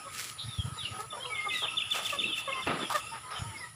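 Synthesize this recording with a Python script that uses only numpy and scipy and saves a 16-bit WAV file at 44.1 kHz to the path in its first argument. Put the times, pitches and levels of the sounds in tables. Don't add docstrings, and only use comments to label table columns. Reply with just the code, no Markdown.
import sys
import numpy as np
from scipy import signal
from scipy.fft import rfft, irfft, next_fast_len
from scipy.io import wavfile
from scipy.ndimage import uniform_filter1d, map_coordinates

SR = 44100
rng = np.random.default_rng(int(sys.argv[2]) if len(sys.argv) > 2 else 0)


def rack_gain(trim_db):
    fader = np.asarray(trim_db, float)
    return 10 ** (fader / 20)


def generate_wav(sig):
    pcm = np.round(np.clip(np.atleast_2d(sig).T, -1, 1) * 32767).astype(np.int16)
    wavfile.write(sys.argv[1], SR, pcm)


N = 165375

# start_s, first_note_db, second_note_db
SONG_PHRASES = [(1.342, -38.5, -47), (1.485, -33.5, -31), (1.631, -30.5, -31), (1.769, -27, -30),
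                (1.909, -26.5, -33), (2.049, -31, -29), (2.186, -27.5, -29), (2.325, -30.5, -32),
                (2.475, -37.5, -31), (2.619, -35.5, -33.5), (2.80, -37, -38), (2.953, -39.5, -39.5)]
# start_s, length_s, from_hz, to_hz, level_db
HEN_CLUCKS = [(.045, 0.054, 570, 510, -47.5), (.652, 0.032, 469, 440, -49.5),
              (.762, 0.038, 463, 440, -48.5), (.983, 0.042, 433, 416, -36.5),
              (1.02, 0.048, 451, 420, -47.5), (1.16, 0.035, 476, 495, -43), (1.295, 0.053, 441, 421, -43),
              (1.35, 0.09, 409.5, 425, -48.5), (1.118, 0.051, 606, 563, -40.5),
              (1.185, 0.13, 525, 484, -48.5), (1.442, 0.054, 420, 383, -40),
              (1.615, 0.055, 418.5, 418, -41), (2.122, 0.052, 583.7, 545, -34),
              (2.471, 0.047, 557.6, 535, -34), (2.555, 0.058, 408, 387, -41),
              (2.938, 0.0506, 604.7, 490, -29.5), (3.31, 0.094, 421, 414, -50)]
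# start_s, length_s, from_hz, to_hz, level_db
HEN_SQUAWKS = [(.93, 0.086, 742, 779, -47.5), (1.215, 0.062, 1050, 1060, -49),
               (2.515, 0.12, 1063, 1005, -39.5), (3.11, 0.084, 916, 813, -46.5),
               (3.225, 0.1, 1004, 1016, -48), (3.43, .13, 927, 870, -50.5), (3.59, 0.098, 979, 970, -52.5)]
# freq_hz, gain_db
THROAT_COLOUR = [(420, -7), (560, 1.5), (850, -5), (1220, 7), (1600, -9), (1780, -2.5), (2600, -21),
                 (6000, -40)]
# freq_hz, gain_db
BEAK_COLOUR = [(700, -2), (1050, -5), (2100, 3), (3140, -24), (6000, -56)]
# start_s, length_s, from_hz, to_hz, level_db
CHICK_PEEPS = [(0.479, 0.096, 3760, 3420, -49.5), (0.568, 0.065, 3480, 3050, -42.5),
               (0.77, 0.12, 4050, 2400, -41.5), (1.533, .14, 4020, 2946, -39),
               (2.246, 0.12, 3950, 2600, -40.5), (3.35, 0.0537, 3200, 2850, -43),
               (3.54, 0.051, 2230, 2090, -40.5), (3.596, 0.075, 2080, 1820, -44.5),
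               (2.81, 0.071, 3530, 3100, -43.5), (1.123, .012, 2700, 3330, -47.5),
               (1.253, 0.015, 2450, 3300, -40.5), (1.1, 0.048, 3570, 3450, -44.5),
               (1.2, 0.075, 3100, 3300, -46), (1.5, 0.028, 2500, 2550, -40),
               (3.458, 0.032, 3130, 3080, -53), (3.9, 0.048, 3600, 3500, -49),
               (1.3, 0.032, 3500, 5900, -56.5), (2.483, .02, 3600, 2800, -39),
               (2.555, 0.057, 3200, 2800, -45), (2.48, 0.049, 2125, 2110, -47),
               (3.06, 0.041, 2850, 2600, -49)]
# time_s, pitch_hz, level_db
YOUNG_WHISTLE = [(1.295, 2250, -42), (1.315, 2300, -41.5), (1.35, 2180, -38), (1.41, 2100, -41),
                 (1.469, 2156, -39.5), (1.528, 2076, -40), (1.586, 1894, -39)]
# start_s, length_s, level_db, low_cut_hz, high_cut_hz
BOARD_SCRAPES = [
    (2.666, 0.135, -31.5, 81, 4060),
    (2.79, 0.079, -38.5, 145, 4800),
    (2.896, 0.051, -32.5, 980, 1030),
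    (1.62, 0.061, -40, 390, 2140),
    (1.94, 0.11, -40.5, 490, 2700),
    (2.2, 0.15, -46.5, 230, 460),
    (3.306, 0.17, -43.5, 590, 3200),
    (1.13, 0.089, -49, 560, 750),
    (3.135, 0.069, -43.5, 730, 3500),
]
# start_s, peak_db
BOARD_SLIPS = [(2.666, -18.5), (2.675, -16), (2.68, -19), (2.695, -24), (2.7, -21), (2.709, -19),
               (2.723, -24), (2.735, -26), (2.744, -27), (2.755, -27), (2.774, -22), (2.784, -26)]
# freq_hz, density_db (per Hz)
BOARD_COLOUR = [(53, -37), (90, -8.5), (253, -3), (363, -6.5), (1070, -11), (1270, -3), (1460, -12),
                (5500, -19), (7150, -54), (12100, -120)]
# start_s, length_s, level_db
GRASS_RUSTLES = [(0.081, 0.3, -40), (0.98, 0.068, -51.5), (1.488, 0.2, -47), (1.901, 0.15, -41.5),
                 (1.997, 0.2, -42), (2.348, 0.085, -40.5), (2.898, 0.051, -37.5), (2.935, 0.08, -39.5)]
# start_s, peak_db
STALK_SNAPS = [(0.2324, -30), (1.0056, -26.5), (1.906, -25), (1.9235, -25), (2.034, -37), (2.901, -19.5)]
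# freq_hz, density_db (per Hz)
GRASS_COLOUR = [(900, -14.5), (2000, -1), (5400, -4), (6300, -6), (7400, -3.5), (10500, -10), (13500, -14),
                (14900, -13)]
# start_s, length_s, level_db
WIND_PUFFS = [(0.431, 0.055, -40), (0.466, 0.043, -36), (0.58, 0.033, -25), (0.637, 0.036, -30.5),
              (0.669, 0.026, -34.5), (.715, 0.024, -35), (0.826, 0.028, -41.5), (0.904, 0.038, -39),
              (3.392, 0.014, -36.5), (3.413, 0.023, -30), (3.443, 0.057, -39.5), (3.473, 0.055, -41)]
# start_s, length_s, centre_hz, width_hz, level_db
FAR_CHATTER = [(.378, .085, 3750, 1100, -43), (.82, .08, 3500, 2000, -47), (1.225, .07, 3900, 500, -52),
               (1.348, .1, 2900, 900, -45), (3.085, .1, 5100, 700, -55), (3.3, .15, 5200, 700, -54),
               (3.315, .12, 3500, 900, -51), (3.56, .1, 5100, 700, -53)]
# time_s, level_db
YARD_LEVEL = [(0, -60), (.3, -61), (1.0, -57.5), (1.09, -65), (1.2, -60), (2.4, -58), (3.1, -57.5),
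              (3.23, -63.5), (3.4, -58.5), (3.66, -60), (3.72, -69.5)]
# freq_hz, density_db (per Hz)
YARD_LOW_COLOUR = [(25, -28.5), (110, -4), (250, -18), (600, -21), (1100, -19), (3200, -19.5),
                   (5000, -29.5), (6500, -82)]
# freq_hz, density_db (per Hz)
YARD_HIGH_COLOUR = [(2650, -19), (4500, -16), (5420, -5), (6270, -17), (7130, -4.5), (8240, -15.5),
                    (10200, -1), (12000, -25), (15500, -21)]
# freq_hz, level_db (under the mid)
SIDE_LEVEL = [(40, -28), (90, -33), (300, -26), (1400, -28.5), (2800, -33.5), (5500, -27.5), (10000, -37.5),
              (14000, -26)]


def unit(x):
    return x / np.sqrt(np.mean(x ** 2) + 1e-20)


def along(points, hz):
    f, v = np.transpose(points)
    return np.interp(np.log(hz + 1), np.log(f + 1), v)


def wobble(rate, size=N):
    knots = rng.standard_normal(int(size / SR * 400) + 4)
    return map_coordinates(knots, [np.arange(size) * min(rate, 399) / SR])


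def noise(size):
    return rng.standard_normal(size)


def filtered(x, response):
    m = next_fast_len(len(x) + 8192)
    return irfft(rfft(x, m) * response(np.fft.rfftfreq(m, 1 / SR)), m)[:len(x)]


def noise_band(size, centre_hz, width_hz):
    return unit(filtered(noise(size), lambda hz: 1 / (1 + ((hz - centre_hz) / (width_hz / 2)) ** 4)))


def add(track, s, x):
    part = track[round(s * SR):][:len(x)]
    part += x[:len(part)]


def shape(length_s, attack_s, release_s):
    t = np.arange(round(length_s * SR)) / SR
    ramp = np.minimum(t / attack_s, (length_s - t) / release_s)
    return t, np.sin(np.pi / 2 * np.clip(ramp, 0, 1)) ** 2


def tone(hz):
    return np.sqrt(2) * np.sin(2 * np.pi * np.cumsum(hz) / SR)


def room(x, t60):
    out, hop, t = np.zeros(N), 8820, np.arange(SR // 2) / SR
    for i in range(0, N, hop):
        tail = noise(len(t)) * rack_gain(-60 * t / t60) * (t > .006)
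        add(out, i / SR, signal.fftconvolve(x[i:i + hop], tail / np.linalg.norm(tail)))
    return out


def grit(size, rate, spread_db):
    strength = rack_gain(spread_db * np.clip(noise(size), -2, 1.8))
    hits = (rng.random(size) < rate / SR) * strength
    return noise(size) * (1 + np.convolve(hits, np.exp(-np.arange(90) / 25))[:size])


def first_note(db):
    hold_s, fall_s, drop_s = 0.01305, 0.016, 0.0049
    drop_db, swell_db = -5.5, 2.5
    t, env = shape(hold_s + fall_s, 0.0031, 0.006)
    hz = np.interp(t, [0, hold_s, hold_s + drop_s, hold_s + fall_s], [3575, 3575 - 40, 2990, 2830])
    level_db = np.interp(t, [0, hold_s, hold_s + drop_s / 2, hold_s + drop_s],
                         [-swell_db, 0, drop_db + 7, drop_db])
    level_db = db + level_db + 0.48 * wobble(157, len(t))
    return rack_gain(level_db) * env * tone(hz * (1 + 0.008 * wobble(42, len(t))))


def flick(db):
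    length_s = 0.0116
    t, env = shape(length_s, length_s / 3, length_s / 3)
    return rack_gain(db - 12) * env * tone(2700 + (2150 - 2700) * t / length_s)


def second_note(db):
    t, env = shape(.012, 0.0013, 0.0027)
    hz = 2597 + (2980 - 2597) * np.exp(-t / 0.0031)
    return rack_gain(db + 1.8 * wobble(190, len(t))) * env * tone(hz)


def songbird():
    flick_after_s, second_after_s = 0.033, .051
    song, direct = np.zeros(N), np.ones(N)
    for s, db, db2 in SONG_PHRASES:
        add(song, s, first_note(db))
        add(song, s + flick_after_s, flick(db))
        add(song, s + second_after_s, second_note(db2))
        for start, level_db in ((s, db), (s + second_after_s, db2)):
            direct[round(start * SR):] = rack_gain(0.55 * min(level_db + 30, 0))
    add(song, .028, rack_gain(-23) * song.copy())
    return direct * song + rack_gain(-3) * room(song, 0.65)


def voice(calls, tract, rough, jitter, uneven_db):
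    out = np.zeros(N)
    for s, d, hz, to_hz, db in calls:
        t, env = shape(d, 0.012, 0.02)
        f = (hz + (to_hz - hz) * (t / d) ** 1.78) * (1 + jitter * wobble(62, len(t)))
        phase = 2 * np.pi * np.cumsum(f) / SR
        opening_db = db + 32.5

        def colour(x):
            return rack_gain(along(tract, x) + opening_db * (x > 1440))

        clear = np.zeros(len(t))
        for k in range(1, 9):
            clear += colour(k * f) * rack_gain(uneven_db * wobble(46.7, len(t))) * np.cos(k * phase)
        breath = filtered(noise(len(t)) * (1 + np.cos(phase)), lambda x: colour(x) * (x > 300))
        call = unit(clear) + rough * unit(breath)
        add(out, s, rack_gain(db + 1.8 * wobble(78, len(t))) * env * call)
    return out


def hens():
    clucks = voice(HEN_CLUCKS, THROAT_COLOUR, rough=0.28, jitter=0.02, uneven_db=2.2)
    squawks = voice(HEN_SQUAWKS, BEAK_COLOUR, rough=0.3, jitter=0.018, uneven_db=4)
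    out = clucks + squawks
    return out + rack_gain(-6) * room(out, 0.084)


def chicks():
    out = np.zeros(N)
    for s, d, hz, to_hz, db in CHICK_PEEPS:
        t, env = shape(d, min(0.012, d / 3), min(0.026, d / 2))
        level_db = db + 3.86 * wobble(116.4, len(t))
        pitch = (hz + (to_hz - hz) * t / d) * (1 + 0.0099 * wobble(122.8, len(t)))
        add(out, s, rack_gain(level_db) * env * tone(pitch))
    s, hz, db = np.transpose(YOUNG_WHISTLE)
    t, env = shape(s[-1] - s[0], 0.012, 0.036)
    level_db = np.interp(t + s[0], s, db) + 2.3 * wobble(60.6, len(t))
    pitch = np.interp(t + s[0], s, hz) * (1 + 0.0075 * wobble(70, len(t)))
    add(out, s[0], rack_gain(level_db) * env * tone(pitch))
    return out + rack_gain(-4.5) * room(out, 0.26)


def board():
    out = np.zeros(N)
    for s, d, db, low_hz, high_hz in BOARD_SCRAPES:
        t, env = shape(d, 0.0023, d / 2)

        def body(hz):
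            low_cut = 1 + (low_hz / (hz + 1)) ** 6
            high_cut = 1 + (hz / high_hz) ** 5
            return rack_gain(along(BOARD_COLOUR, hz)) / low_cut / high_cut

        x = unit(filtered(grit(len(t), 200, spread_db=2.0), body))
        add(out, s, rack_gain(db + 1.73 * wobble(46.2, len(t))) * env * x)
    return out + rack_gain(-6.5) * room(out, 0.28)


def slips():
    out, t = np.zeros(N), np.arange(600) / SR
    for s, db in BOARD_SLIPS:
        x = unit(filtered(noise(len(t)), lambda hz: rack_gain(along(BOARD_COLOUR, hz)) / (1 + (hz / 1800) ** 2)))
        add(out, s - .001, rack_gain(db - 10.5 - 60 * t / 0.034) * x)
    return out


def grass():
    out = np.zeros(N)
    for s, d, db in GRASS_RUSTLES:
        t, env = shape(d, d / 3, d / 2)
        x = filtered(grit(len(t), 340, spread_db=-6), lambda hz: rack_gain(along(GRASS_COLOUR, hz)))
        add(out, s, rack_gain(db + 2.1 * wobble(45.2, len(t))) * env * unit(x))
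    t = np.arange(300) / SR
    for s, db in STALK_SNAPS:
        x = unit(filtered(noise(len(t)), lambda hz: rack_gain(along(GRASS_COLOUR, hz)) * (hz > 3000)))
        add(out, s - .0005, rack_gain(db - 14 - 60 * t / 0.027) * x)
    return out


def wind():
    out = np.zeros(N)
    for s, d, db in WIND_PUFFS:
        t, env = shape(d, d / 2, d / 2)
        hz = 103.5 * (1.25 - 0.39 * t / d) * (1 + 0.15 * wobble(66, len(t)))
        add(out, s, rack_gain(db) * env * (tone(hz) + 0.14 * tone(1.87 * hz)))
    return out


def chatter():
    out = np.zeros(N)
    for s, d, centre_hz, width_hz, db in FAR_CHATTER:
        t, env = shape(d, d / 6, d / 2)
        x = noise_band(len(t), centre_hz, width_hz)
        add(out, s, rack_gain(db + 0.3 + 2.7 * wobble(62, len(t))) * env * x)
    return out + rack_gain(-7.5) * room(out, 0.33)


def yard():
    z = signal.stft(noise(N + 512), nperseg=512)[2]
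    field = uniform_filter1d(uniform_filter1d(noise(z.shape), 5, 0), 10, 1)
    patchy = signal.istft(z * rack_gain(3.6 * unit(field)), nperseg=512)[1][:N]
    low = unit(filtered(patchy, lambda hz: rack_gain(along(YARD_LOW_COLOUR, hz)) * (hz > 170)))
    high = unit(filtered(patchy, lambda hz: rack_gain(along(YARD_HIGH_COLOUR, hz))))
    rumble = unit(filtered(noise(N), lambda hz: rack_gain(along(YARD_LOW_COLOUR, hz)) * (hz <= 170)))

    time_s, db = np.transpose(YARD_LEVEL)
    level_db = np.interp(np.arange(N) / SR, time_s, db)
    swing_db = level_db - level_db.mean()
    hum_db = -53.5 + 0.87 * swing_db + 3.0 * wobble(24.58) + 0.69 * wobble(4.7)
    near = rack_gain(level_db + 6.5 + 0.34 * wobble(10)) * low
    far = rack_gain(-53 + 0.63 * swing_db) * high
    rumble = rack_gain(-58.0 + 1.63 * wobble(21)) * rumble
    hum = rack_gain(hum_db) * noise_band(N, 1268, 108)
    insects = rack_gain(-55 + 0.38 * wobble(3.83)) * noise_band(N, 10300, 1410)
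    return near + far + rumble + hum + insects


def scene():
    animals = songbird() + hens() + chicks() + chatter()
    mid = animals + board() + slips() + grass() + wind() + yard()
    side = filtered(mid * wobble(300), lambda hz: rack_gain(along(SIDE_LEVEL, hz)))
    return np.array([mid + side, mid - side])


def roll_off(x):
    return signal.sosfilt(signal.butter(12, 16610, fs=SR, output="sos"), x)


def record(dry):
    def microphone(hz):
        return (hz < 15570) / (1 + (45 / (hz + 1)) ** 3)

    mix = np.array([filtered(channel, microphone) for channel in dry])
    return roll_off(mix)


dry = scene()
out = record(dry)
generate_wav(out)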